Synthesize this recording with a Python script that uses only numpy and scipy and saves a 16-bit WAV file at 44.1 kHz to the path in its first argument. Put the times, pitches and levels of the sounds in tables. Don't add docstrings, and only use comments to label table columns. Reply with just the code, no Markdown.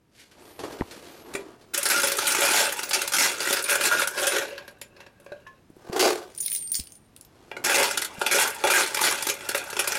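import sys
import numpy as np
from scipy import signal
from scipy.fft import rfft, irfft, next_fast_len
from scipy.io import wavfile
from scipy.ndimage import uniform_filter1d, minimum_filter1d

SR = 44100
rng = np.random.default_rng(int(sys.argv[2]) if len(sys.argv) > 2 else 0)


def to_wav(s):
    ch = np.atleast_2d(s).T
    pcm = np.round(np.clip(ch, -1, 1) * 32767)
    wavfile.write(sys.argv[1], SR, pcm.astype(np.int16))


def elevation(decibels):
    levels = np.asarray(decibels, float)
    return 10 ** (levels / 20)


N = 440118
TIME = np.arange(N) / SR


def unit(x):
    return x / np.sqrt(np.mean(x ** 2) + 1e-20)


def noise():
    return rng.standard_normal(N)


def along(points, hz):
    f, v = np.transpose(points)
    return np.interp(np.log(hz + 1), np.log(f + 1), v)


def filtered(x, response):
    m = next_fast_len(N + SR // 2)
    coarse = np.linspace(0, SR / 2, 2 ** 14)
    gain = response(coarse)
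    gain = gain / np.sqrt(np.mean(abs(gain) ** 2))
    fine = np.fft.rfftfreq(m, 1 / SR)
    return irfft(rfft(x, m) * np.interp(fine, coarse, gain), m)[:N]


def colour(spectrum):
    return lambda hz: elevation(along(spectrum, hz))


def body(modes):
    def response(f):
        return sum((-1) ** k * elevation(db) * 1j * f * width / (centre * centre - f * f + 1j * f * width)
                   for k, (centre, width, db) in enumerate(modes))
    return response


def blows(rows):
    out = np.zeros((2, N))
    s, db, over_db = np.transpose(rows)
    out[:, np.round(s * SR).astype(int)] = elevation([db, db + over_db])
    return out


def dying(impulses, t60, rise):
    power = signal.lfilter([1], [1, -elevation(-120 / (t60 * SR))], impulses ** 2, axis=-1)
    keep = np.exp(-1 / (rise * SR))
    return np.sqrt(signal.lfilter([1 - keep], [1, -keep], power, axis=-1))


def patter(per_s, spread_db):
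    chance, size = rng.random((2, N))
    return unit((chance < per_s / SR) * elevation(-spread_db * np.log(size + 1e-9)))


def strokes(rows, shape):
    t = TIME[::32, None]
    s, db, build, lose = np.transpose(rows)[:4]
    level_db = db - 20 * abs((t - s) / np.where(t < s, build, lose)) ** shape
    return np.interp(TIME, t[:, 0], level_db.max(axis=1))


def patchy(depth_db, bins, frames):
    z = signal.stft(noise(), nperseg=512)[2]
    field = uniform_filter1d(rng.standard_normal(z.shape), bins, 0)
    field = uniform_filter1d(field, frames, 1)
    return unit(signal.istft(z * elevation(depth_db * unit(field)), nperseg=512)[1][:N])


def rung(rows):
    out, t = np.zeros(N), TIME[:SR // 2]
    for s, hz, db, t60, caught in rows:
        damp = elevation(-60 * t / t60 - 60 * np.clip(t - caught + s, 0, None) / .04)
        out[round(s * SR):][:len(t)] += elevation(db) * damp * np.sin(2 * np.pi * hz * t)
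    return out


def cash_box():
    # t/s, peak level/dB, box walls above it/dB
    early_clashes = [(1.7443, -15.5, -18.5), (1.775, -21.0, -21), (1.8296, -23, -10.5), (1.8544, -5.5, -13),
                     (1.8994, -2.5, -10.5), (1.9972, -18, -10), (2.0324, -5.5, 0.5), (2.071, -16.5, -6.5),
                     (2.1174, -16.5, -5.0), (2.1872, -14.0, -1), (2.2227, -24, -5), (2.2701, -14, -10),
                     (2.3194, -11.5, -16), (2.3473, -13, -1.5), (2.4172, -6.5, -0.5), (2.4484, -7, -5.5),
                     (2.541, -11, -1), (2.58, -9, 1), (2.723, -21.5, -18), (2.7901, -18.5, -5.5),
                     (2.831, -16, -15.0), (2.9091, -17.5, -3.0), (2.9316, -4, -16), (3.0165, -18, -11.5),
                     (3.0755, -20, -5.5), (3.1206, -16, -8), (3.1351, -2.5, -13), (3.1645, -12.5, -11.5),
                     (3.1835, 5.0, -6), (3.4032, -22, -6), (3.4564, -23.5, -7), (3.4715, -18, -6),
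                     (3.5267, -12.5, -15.5), (3.568, -19.5, -15.5), (3.5901, -20.5, -13.0),
                     (3.64, -24.5, -9.5), (3.694, -11.5, -5), (3.716, -12.0, 3), (3.7541, -14.5, -2),
                     (3.8091, -15.5, -10.5), (3.8365, -20.5, -6.5), (3.8529, -12, -4), (3.913, -10.0, 2.5),
                     (3.97, -27.5, 8), (3.9942, -23.5, 4), (4.0176, -18.0, 7), (4.0729, -17, -22.5),
                     (4.1957, -27, -5.5), (4.24, -28.5, -2.5), (4.2683, -7, -16), (4.32, -18, -8),
                     (4.3825, -17, -22.0)]
    late_clashes = [(7.646, -17, -11.5), (7.695, -7.5, -1.0), (7.743, -5.5, -7), (7.7758, 2, -1.5),
                    (7.91, -19.0, -10.0), (7.9733, -11, -21.5), (8.019, -16.5, -7), (8.047, -20, -14),
                    (8.2138, -19.5, 2.5), (8.2627, -13, 0), (8.311, 1, -6), (8.3441, -3, -3.5),
                    (8.385, -9.5, 2.0), (8.411, -6, -4.5), (8.4748, -18, -9), (8.6377, -12, 8),
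                    (8.67, -12.5, 3), (8.7, -2, -5.5), (8.735, 4, -3.5), (8.7864, -8.0, -4.5),
                    (8.9446, -15, -7.5), (8.97, -14.5, -3), (9.014, -19.5, 1), (9.0376, -5.5, -5),
                    (9.2239, -21, -19.0), (9.267, -16.5, -8.0), (9.287, -16, -13.0), (9.297, -14, -13),
                    (9.406, -32.5, 3.5), (9.49, -18, -9), (9.512, -25, 0.0), (9.5464, -16.5, 2.5),
                    (9.5775, -20, -11), (9.7003, -28.0, -12.5), (9.7278, -28, 5.5), (9.766, -19.5, -5.5),
                    (9.791, -10.5, -5), (9.8417, -24.0, -4), (9.8732, -17.0, -1.5), (9.919, -18, -5),
                    (9.951, -20.5, -4)]
    # t/s, peak level/dB, box walls above it/dB
    slips = [(1.337, -27, -11.5), (1.3506, -23.5, 2), (7.5142, -44.5, 20), (7.566, -34, 4.5),
             (4.578, -28, -1), (4.678, -32.5, -1.5), (4.814, -27.5, -12), (4.9647, -42.5, -12),
             (5.003, -35.5, -6), (5.0634, -41.5, -2.5), (5.2, -50, -15), (5.2625, -46.5, 10),
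             (5.32, -43.5, 8), (5.469, -41, -3)]
    # t of most force/s, clash level/dB, build by 20 dB/s, loss of 20 dB/s
    pushes = [(1.76, -34, -0.5, 1), (1.92, -24, 0.06, .5), (2.3, -25.5, 0.3, -0.2),
              (2.6, -19.5, 0.57, 0.16), (2.78, -36.5, -0.3, .4), (2.95, -28.5, 0.02, 0.27),
              (3.22, -15.5, 0.03, 0.14), (3.42, -26.5, 0.07, 0.13), (3.53, -23.5, 0.14, 0.1237),
              (3.72, -21, .07, .07), (3.87, -22.5, 0.13, 0.116), (4.03, -27.5, 0.33, .04),
              (4.2, -25, 0.08, 0.26), (4.36, -27.5, 0.23, 0.2), (5.02, -59, 0.1336, 0.1),
              (5.33, -65, 0.31, 0.5), (7.67, -25.5, 0.24, .3), (7.8, -20.5, 0.3647, 0.18),
              (8.04, -42, 0.39, 0), (8.23, -41.5, -0.2, 17), (8.41, -19.5, 0.15, 0.1),
              (8.77, -19, 0.1, 0.17), (9.045, -21, 0.13, 0.22), (9.29, -35.5, 0, 0.14),
              (9.57, -33.5, 0.05, 0), (9.8, -38, 0.18, -1), (9.89, -33.5, 0.04, 2.1)]
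    # from/s, to/s
    in_heap = [
        (1.735, 5.6),
        (7.64, 10),
    ]
    lift = (4.04, 4.2, 4.5, 6)
    # t/s, f/Hz, level/dB, t60/s
    panels = [
        (1.35, 398, -24.5, 0.18),
        (5.319, 588, -28.5, 0.13),
        (5.467, 1066, -43, 0.27),
        (5.466, 1725, -40, .17),
        (7.516, 1630, -29.5, 0.059),
        (7.567, 2160, -27.5, 0.027),
        (7.567, 4040, -42, 0.049),
    ]
    # t/s, f/Hz, level/dB, t60/s
    surface = [(2.07, 15450, -32, .2), (2.28, 15450, -32.5, .15), (2.832, 15050, -40, 0.23),
               (2.54, 6900, -21, 0.11), (3.136, 10350, -28, .15), (3.641, 9550, -22.5, 0.12),
               (4.27, 9480, -27, .2), (8.945, 8600, -28.5, .06), (9.225, 9030, -30, .15),
               (4.815, 7100, -39.5, 0.091), (4.815, 10900, -41.5, 0.11)]
    slide = unit(dying(patter(per_s=900, spread_db=1.8), t60=.025, rise=.0006))
    push_db = strokes(pushes, shape=1.03)
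    walls_db = -29 + 0.72 * (push_db + 27.5)
    inside = sum((TIME > a) * (TIME < b) for a, b in in_heap)
    clash, hum_of_walls = elevation([push_db - 3.5, walls_db]) * inside * slide
    edge, wall = blows(early_clashes + slips + late_clashes)
    hit = dying(edge, t60=0.042, rise=0.0021)
    knock = dying(wall, t60=.022, rise=.0003)
    free = np.interp(TIME, lift, [0, 1, 1, 1], 0, 0)
    soft = np.interp(TIME, lift, [0, 0, 1, 1], 0, 0)
    force = np.hypot(clash, elevation(-6.5) * hit)
    drive = np.hypot(elevation(-1.5) * hum_of_walls, elevation(1.5) * knock) * patchy(depth_db=5, bins=2, frames=6)
    ringing = rung([(*row, N / SR) for row in panels + surface])
    return heap(force, soft) + box_walls(drive, free) + ringing


def heap(force, soft):
    # f/Hz, level per Hz/dB
    clash_colour = [(88, -53), (150, -21.5), (383, -8), (566, -20.5), (888, -7), (1020, -18.5), (1420, 2.5),
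                    (1790, -4.5), (9440, -7), (16000, -24.5)]
    # f/Hz, level per Hz/dB
    slip_colour = [(700, -17.5), (1700, 2.5), (4000, -4.5), (9700, -16), (16000, -34.5)]
    rasp = force * patchy(depth_db=3, bins=12, frames=3)
    broad = elevation(2.0) * filtered((1 - soft) * rasp, colour(clash_colour))
    broad += elevation(1.0) * filtered(soft * rasp, colour(slip_colour))
    stacks = elevation(-10) * clinks(force, count=2000, t60=.035)
    return brightened(broad + stacks + elevation(-8.0) * chimes(force), force)


def chimes(force):
    # f/Hz, width/Hz, level/dB
    coin_modes = [(5120, 61, -4), (5370, 320, 5.5), (6750, 110, 7.5), (9050, 200, -2), (10520, 380, 3.5),
                  (11800, 480, 4)]
    return filtered(force * patchy(depth_db=4.5, bins=8, frames=3), body(coin_modes))


def clinks(force, count, t60):
    when, pitch, size = rng.random((3, count, 1))
    start, step = (when * N).astype(int), np.arange(1024)
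    hz = 1000 * 14 ** pitch
    level = elevation(-3 * np.log(size + 0.0027) - 60 * step / SR / t60)
    tone = force[start] * level * np.sin(2 * np.pi * hz * step / SR)
    return np.bincount((start + step).ravel(), tone.ravel())[:N]


def brightened(x, force):
    bright_hz, full_db, dulling = 7030, -29.5, 0.27
    low = signal.lfilter(*signal.butter(1, bright_hz, fs=SR), x)
    strength = abs(uniform_filter1d(force, size=128)) / elevation(full_db)
    return low + (x - low) * np.minimum(strength, 2) ** dulling


def box_walls(drive, free):
    # f/Hz, width/Hz, level/dB
    held_modes = [(382.5, 59, -1), (565, 45.5, 1.5), (1240, 150, -8.5), (1998, 160, -6), (2423, 310, -4),
                  (2770, 155, -4), (3427, 130, -7.5)]
    # f/Hz, width/Hz, level/dB
    free_modes = [(377, 63, 4), (568, 45, 10.5), (1120, 110, -3), (1590, 110, 2.5), (1700, 110, 0.5),
                  (716, 90, -5), (2270, 98, -11.5), (2626, 180, -4.5), (2870, 97, -6), (3835, 120, -10)]
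    # f/Hz, width/Hz, level/dB
    side_modes = [(750, 120, -7.5), (880, 69, 0)]
    bottom_modes = [(1404, 83, 1), (1502, 160, -2), (1622, 90, -2)]
    # t/s, side wall level/dB, bottom level/dB
    grip = [(1.7, -16.5, -8.5), (2.1, -13.5, -7), (2.5, -6.5, -6.5), (2.8, -9, -12.5), (3.2, -9, -13.5),
            (3.45, -15.5, -6.5), (4.0, -16, 0), (4.35, -23, -1), (4.55, -21, -16.5), (7.5, -4.5, -5),
            (8.0, -8, -11), (8.35, -6, -6), (8.75, -5, -2), (9.05, -9.5, -9.5), (9.35, -10, -8.5),
            (9.55, -6.5, -1), (9.98, -9, -4)]
    sheet = elevation(-3) * filtered((1 - free) * drive, body(held_modes))
    sheet += elevation(2.5) * filtered(free * drive, body(free_modes))
    s, side_db, bottom_db = np.transpose(grip)
    for db, modes in ((side_db, side_modes), (bottom_db, bottom_modes)):
        sheet += filtered(elevation(np.interp(TIME, s, db)) * drive, body(modes))
    thud = elevation(-24.5) * filtered(drive, body([(90, 19, 0.0035), (200, 200, 0.014)]))
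    return sheet + thud


def rims():
    # t/s, peak level/dB
    rim_ticks = [(1.738, -17), (1.7764, -9), (1.8297, -12.5), (1.8861, -12), (1.9974, -18),
                 (2.0178, -13.5), (2.0712, -13), (2.1176, -15), (2.169, -16.5), (2.269, -9),
                 (2.2762, -11.5), (2.4069, -13.5), (2.7237, -17), (2.7681, -23.5), (2.8923, -18),
                 (3.017, -16.5), (3.076, -16), (3.1358, -12.5), (3.1837, -11), (3.4925, -20.5),
                 (3.5274, -14), (3.6237, -18), (3.6401, -18), (3.703, -11.5), (3.7534, -13.5),
                 (3.8092, -19.5), (3.8362, -15.5), (3.8526, -14), (3.912, -16), (3.9938, -17.5),
                 (4.0731, -16), (4.1081, -27.5), (4.2682, -11.5),
                 (7.6465, -15), (8.0167, -18), (8.046, -19), (8.1409, -40), (8.192, -29.5), (8.395, -12),
                 (8.4746, -19), (8.5014, -21), (8.5465, -26), (8.6692, -21), (8.699, -14), (8.735, -15),
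                 (9.0114, -15), (9.2239, -16.5), (9.2688, -15), (9.3387, -26), (9.4389, -44), (9.4624, -38),
                 (9.4883, -15), (9.5527, -17), (9.5741, -20), (9.639, -28), (9.6799, -34), (9.7018, -24.5),
                 (9.793, -14.5), (9.8755, -12),
                 (4.4982, -42), (4.7092, -48), (4.7845, -57), (4.8135, -28.5), (4.8814, -56),
                  (5.1274, -65), (5.1996, -48), (5.2294, -59), (5.2445, -50), (5.4026, -61), (5.6989, -54),
                  (5.7634, -53)]
    # f/Hz, level per Hz/dB
    rim_colour = [(1500, -42), (4000, -14), (6500, -4.5), (10000, 1), (13000, -3), (16000, -18)]
    s, db = np.transpose(rim_ticks)
    tick = dying(blows(np.transpose([s, db, 0 * db]))[0], t60=0.043, rise=.001)
    return elevation(-8) * filtered(tick * noise(), colour(rim_colour))


def tub():
    # t/s, peak level/dB, tub above it/dB
    landings = [
        (5.9277, -27.5, 2),
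        (5.9618, -23, 5.5),
        (5.9937, -0.5, -7.5),
        (6.0243, 2, 1.5),
    ]
    # t/s, clash level/dB, build by 20 dB/s, loss of 20 dB/s
    tipping = [
        (5.97, -47, 0.2, 0.7),
        (6.02, -21, 0.0561, 0.1658),
    ]
    booming = [
        (6.04, -25, .17, .2),
    ]
    # f/Hz, width/Hz, level/dB
    tub_modes = [(362, 45, -1.5), (540, 275, -8), (764, 356, -9), (1220, 73, -12.5), (1490, 120, -17)]
    # f/Hz, level per Hz/dB
    pour_colour = [(150, -56), (286, -52), (354, -4), (504, -17), (805, -24.5), (5250, -23), (11700, -31),
                   (16000, -42)]
    slide = unit(dying(patter(per_s=500, spread_db=2.5), t60=.03, rise=.0006))
    pour = elevation([strokes(tipping, shape=1.43), strokes(booming, shape=1.43)])
    hits = dying(blows(landings), t60=0.072, rise=0.0012)
    clash, boom = np.hypot(elevation(-2.5) * pour * slide, elevation(-6) * hits)
    coins = elevation(1.0) * filtered(clash * patchy(depth_db=1.5, bins=10, frames=3), colour(pour_colour))
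    return coins + elevation(2.0) * filtered(boom * noise(), body(tub_modes))


def palm():
    # t/s, peak level/dB, ring above it/dB
    ticks = [(6.3493, -34, 0), (6.362, -36, -2), (6.4107, -25, -5), (6.427, -27.5, 0), (6.44, -29, -5),
             (6.451, -27, -5), (6.5, -20, -5.5), (6.527, -21, 0.5), (6.562, -22, 3), (6.61, -36, -9),
             (6.6242, -36, -15), (6.64, -36, -15), (6.6746, -34, -15), (6.6985, -34, -10),
             (6.7285, -25.5, -5.5), (6.3766, -38.5, 23.5), (6.4033, -30, -4.5), (6.4608, -17, 4),
             (6.4804, -17, -5), (6.5176, -17, -2), (6.5495, -19.5, 10), (6.5877, -30, -7),
             (6.7176, -28.5, 21.5), (6.7441, -20.5, 2.5), (6.7975, -18.5, -18), (6.8713, -34, -21),
             (6.9213, -36.5, 5.5), (7.1636, -36, -19), (7.1751, -47, -13), (7.211, -37, -8),
             (7.2492, -39, -13), ]
    # t/s, level/dB, build by 20 dB/s, loss of 20 dB/s
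    flicks = [
        (6.4, -32, 0.02, 0.22),
        (6.555, -32.5, 0.1054, 0.0955),
        (6.74, -35, 0.01, 0.15),
    ]
    # f/Hz, level per Hz/dB
    palm_colour = [(710, -53), (1200, -30.5), (2130, -11.5), (5970, -4), (7660, -6), (9310, -3),
                   (14200, -7.5), (16000, -9.5)]
    # f/Hz, width/Hz, level/dB
    loose_modes = [(8640, 60, -5), (8830, 25, 4.5), (9530, 55, 4), (10200, 80, -12.5), (9800, 100, -2.5),
                   (16600, 53, -2.5)]
    # t/s, f/Hz, level/dB, t60/s, caught at/s
    rings = [
        (2.275, 9300, -22, .3, 2.335),
        (6.415, 15004, -33, .25, 6.46),
        (6.403, 9520, -22, .2, 6.46),
        (6.508, 9444, -25.5, 0.55, 6.6),
        (6.527, 15004, -25, 0.25, 6.58),
        (6.527, 8839, -36, 4.1, 6.61),
        (6.61, 8839, -31, 9, 6.71),
        (6.719, 15004, -29, 0.73, 6.79),
    ]
    shake = elevation(strokes(flicks, shape=0.87))
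    tick, ring = dying(blows(ticks), t60=0.016, rise=.0002)
    chatter = shake * unit(dying(patter(per_s=190, spread_db=3), t60=0.019, rise=0.00053))
    contact = np.hypot(elevation(-2.5) * tick, elevation(-2.0) * chatter)
    bending = np.hypot(elevation(-6.5) * ring, elevation(-0.5) * chatter)
    dry_ticks = filtered(contact * patchy(depth_db=5.5, bins=30, frames=2), colour(palm_colour))
    return dry_ticks + filtered(bending * noise(), body(loose_modes)) + rung(rings)


def sleeve():
    # t/s, rustle level/dB, build by 20 dB/s, loss of 20 dB/s, drag above it/dB
    moves = [
        (.19, -56, 0.08, 0.2, -7.5),
        (.45, -57, 0.2, 0.5, 5.5),
        (.66, -50, 0.08, 0.29, 10.5),
        (.94, -50, 0.16, 0.64, 3),
        (1.352, -53, 0.28, 0.3, 11),
        (1.628, -66.5, -0.8, 1, 8),
        (7.45, -64.5, 0.37, 4, 6),
        (7.57, -61.5, .08, 1.1, 15),
    ]
    # t/s, peak level/dB, drag above it/dB
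    snags = [
        (0.1496, -51.5, -3),
        (0.1975, -40.5, -22),
        (0.3132, -45, -13),
        (0.5916, -32, 7),
        (0.636, -32.5, 10.5),
        (0.7205, -36, -8),
        (0.7866, -40, 4),
        (0.9097, -33.5, -21.5),
        (1.612, -47.5, 3),
    ]
    # f/Hz, level per Hz/dB
    rustle_colour = [(880, -16.5), (1500, 3), (2660, 3), (4460, 1), (5490, -1), (11900, -7.5), (14600, -21),
                     (16000, -41)]
    # f/Hz, level per Hz/dB
    drag_colour = [(47, -17.5), (80, -3.5), (124, -13), (343, 5), (566, -2), (1230, -8), (3000, -27.5),
                   (6600, -120)]
    # f/Hz, width/Hz, level/dB
    cuff = [(4400, 740, 0)]
    fibres = unit(dying(patter(per_s=900, spread_db=1.5), t60=.02, rise=.001))
    drags = [(s, db + over_db, build, lose) for s, db, build, lose, over_db in moves]
    effort = elevation([strokes(moves, shape=1.2), strokes(drags, shape=1.4)])
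    catches = dying(blows(snags), t60=0.15, rise=0.00042)
    rustle, drag = np.hypot(effort * fibres, elevation(-8.0) * catches)
    out = filtered(rustle * noise(), colour(rustle_colour)) + filtered(drag * noise(), colour(drag_colour))
    out += elevation(-13.0) * filtered(rustle * noise(), body(cuff))
    squeak = whine()
    out[:len(squeak)] += squeak
    return out


def drift(t):
    return np.interp(t, np.arange(90) / 8, rng.standard_normal(90))


def whine():
    # t/s, ribs per s/Hz, gain of the slack/s, loss of the slack/s, flatness
    sweeps = [
        (.495, 1070, .125, 0.22, 1.7),
        (.885, 1340, .225, 0.16, 2.1),
        (1.22, 1287, 0.21, 0.19, 2.4),
    ]
    # multiple of the rib rate, level/dB
    partials = [(8, -10), (9, -2), (10, -5), (11, -6), (12, 0), (13, -6), (14, -9)]
    slack = 0.33
    touch_s, leave_s, fade_s = 0.38, 1.7, .02
    whine_db, easing_db_per_s, slow_db = -62.5, 5, 10
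    s, hz, before, after, flat = np.transpose(sweeps)
    t = TIME[:2 * SR]
    away = abs((t[:, None] - s) / np.where(t[:, None] < s, before, after))
    arcs = hz * (1 - slack * away ** flat)
    now, ribs = arcs.argmax(axis=1), np.maximum(arcs.max(axis=1), 1)
    touch = np.clip(np.minimum(t - touch_s, leave_s - t) / fade_s, 0, 1)
    uneven = 1 + 0.0043 * uniform_filter1d(noise()[:len(t)], size=40)
    turns = 2 * np.pi * np.cumsum(ribs * uneven) / SR
    tone = sum(elevation(level + 6 * drift(t)) * np.sin(k * turns) * (k * ribs < 14800) for k, level in partials)
    return tone * touch * elevation(whine_db - easing_db_per_s * t - slow_db * (1 - ribs / hz[now]))


def housing():
    # t/s, peak level/dB, f/Hz, t60/s
    bumps = [
        (0.809, -22, 1910, 0.01),
        (.811, -9, 312, 0.013),
        (0.822, -26, 90, 0.046),
        (0.82, -17, 925, 0.01),
        (5.702, -36, 300, 0.024),
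        (5.767, -36, 346, 0.022),
        (5.898, -21, 200, 0.02),
        (6.794, -30, 220, 0.029),
        (6.801, -30.5, 71, 0.078),
        (8.183, -30, 200, 0.032),
    ]
    out, t = np.zeros(N), TIME[:SR // 5]
    for s, db, hz, t60 in bumps:
        out[round(s * SR):][:len(t)] -= elevation(db - 60 * t / t60) * np.sin(2 * np.pi * hz * t)
    return out


def room(x):
    # f/Hz, t60/s
    tail_t60 = [(200, 0.24), (2000, 0.19), (12000, 0.098)]
    hz, t, z = signal.stft(rng.standard_normal(SR // 2), SR, nperseg=256)
    decay = elevation(-60 * t / along(tail_t60, hz)[:, None])
    tail = signal.istft(z * decay, SR, nperseg=256)[1]
    return signal.fftconvolve(np.pad(x, (300, 0)), tail / np.linalg.norm(tail))[:N]


def hum():
    # t/s, level/dB
    hum_level = [
        (0, -65),
        (.55, -61),
        (9.98, -56.5),
    ]
    # f/Hz, level per Hz/dB
    hum_colour = [(20, -25), (26, -14), (96, -4.5), (234, -7), (499, -14), (642, -17.5), (8410, -36.5),
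                  (13000, -37.5), (16000, -56.5)]
    s, db = np.transpose(hum_level)
    return elevation(np.interp(TIME, s, db) - 0.5) * filtered(noise(), colour(hum_colour))


def scene():
    near = cash_box() + rims() + tub() + palm() + sleeve()
    far = elevation(-8) * room(near)
    return (near + far + housing() + hum())[None]


def roll_off(x):
    return signal.sosfilt(signal.butter(12, 16480, fs=SR, output="sos"), x)


def record(dry):
    ceiling, top_hz = .31, 15850
    need = minimum_filter1d(1 / np.maximum(abs(dry) / ceiling, 1), size=221, axis=1)
    held = dry * uniform_filter1d(need, size=111, axis=1)
    m = next_fast_len(N)
    held = irfft(rfft(held, m) * (np.fft.rfftfreq(m, 1 / SR) < top_hz), m)[:, :N]
    return roll_off(held)


dry = scene()
out = record(dry)
to_wav(out)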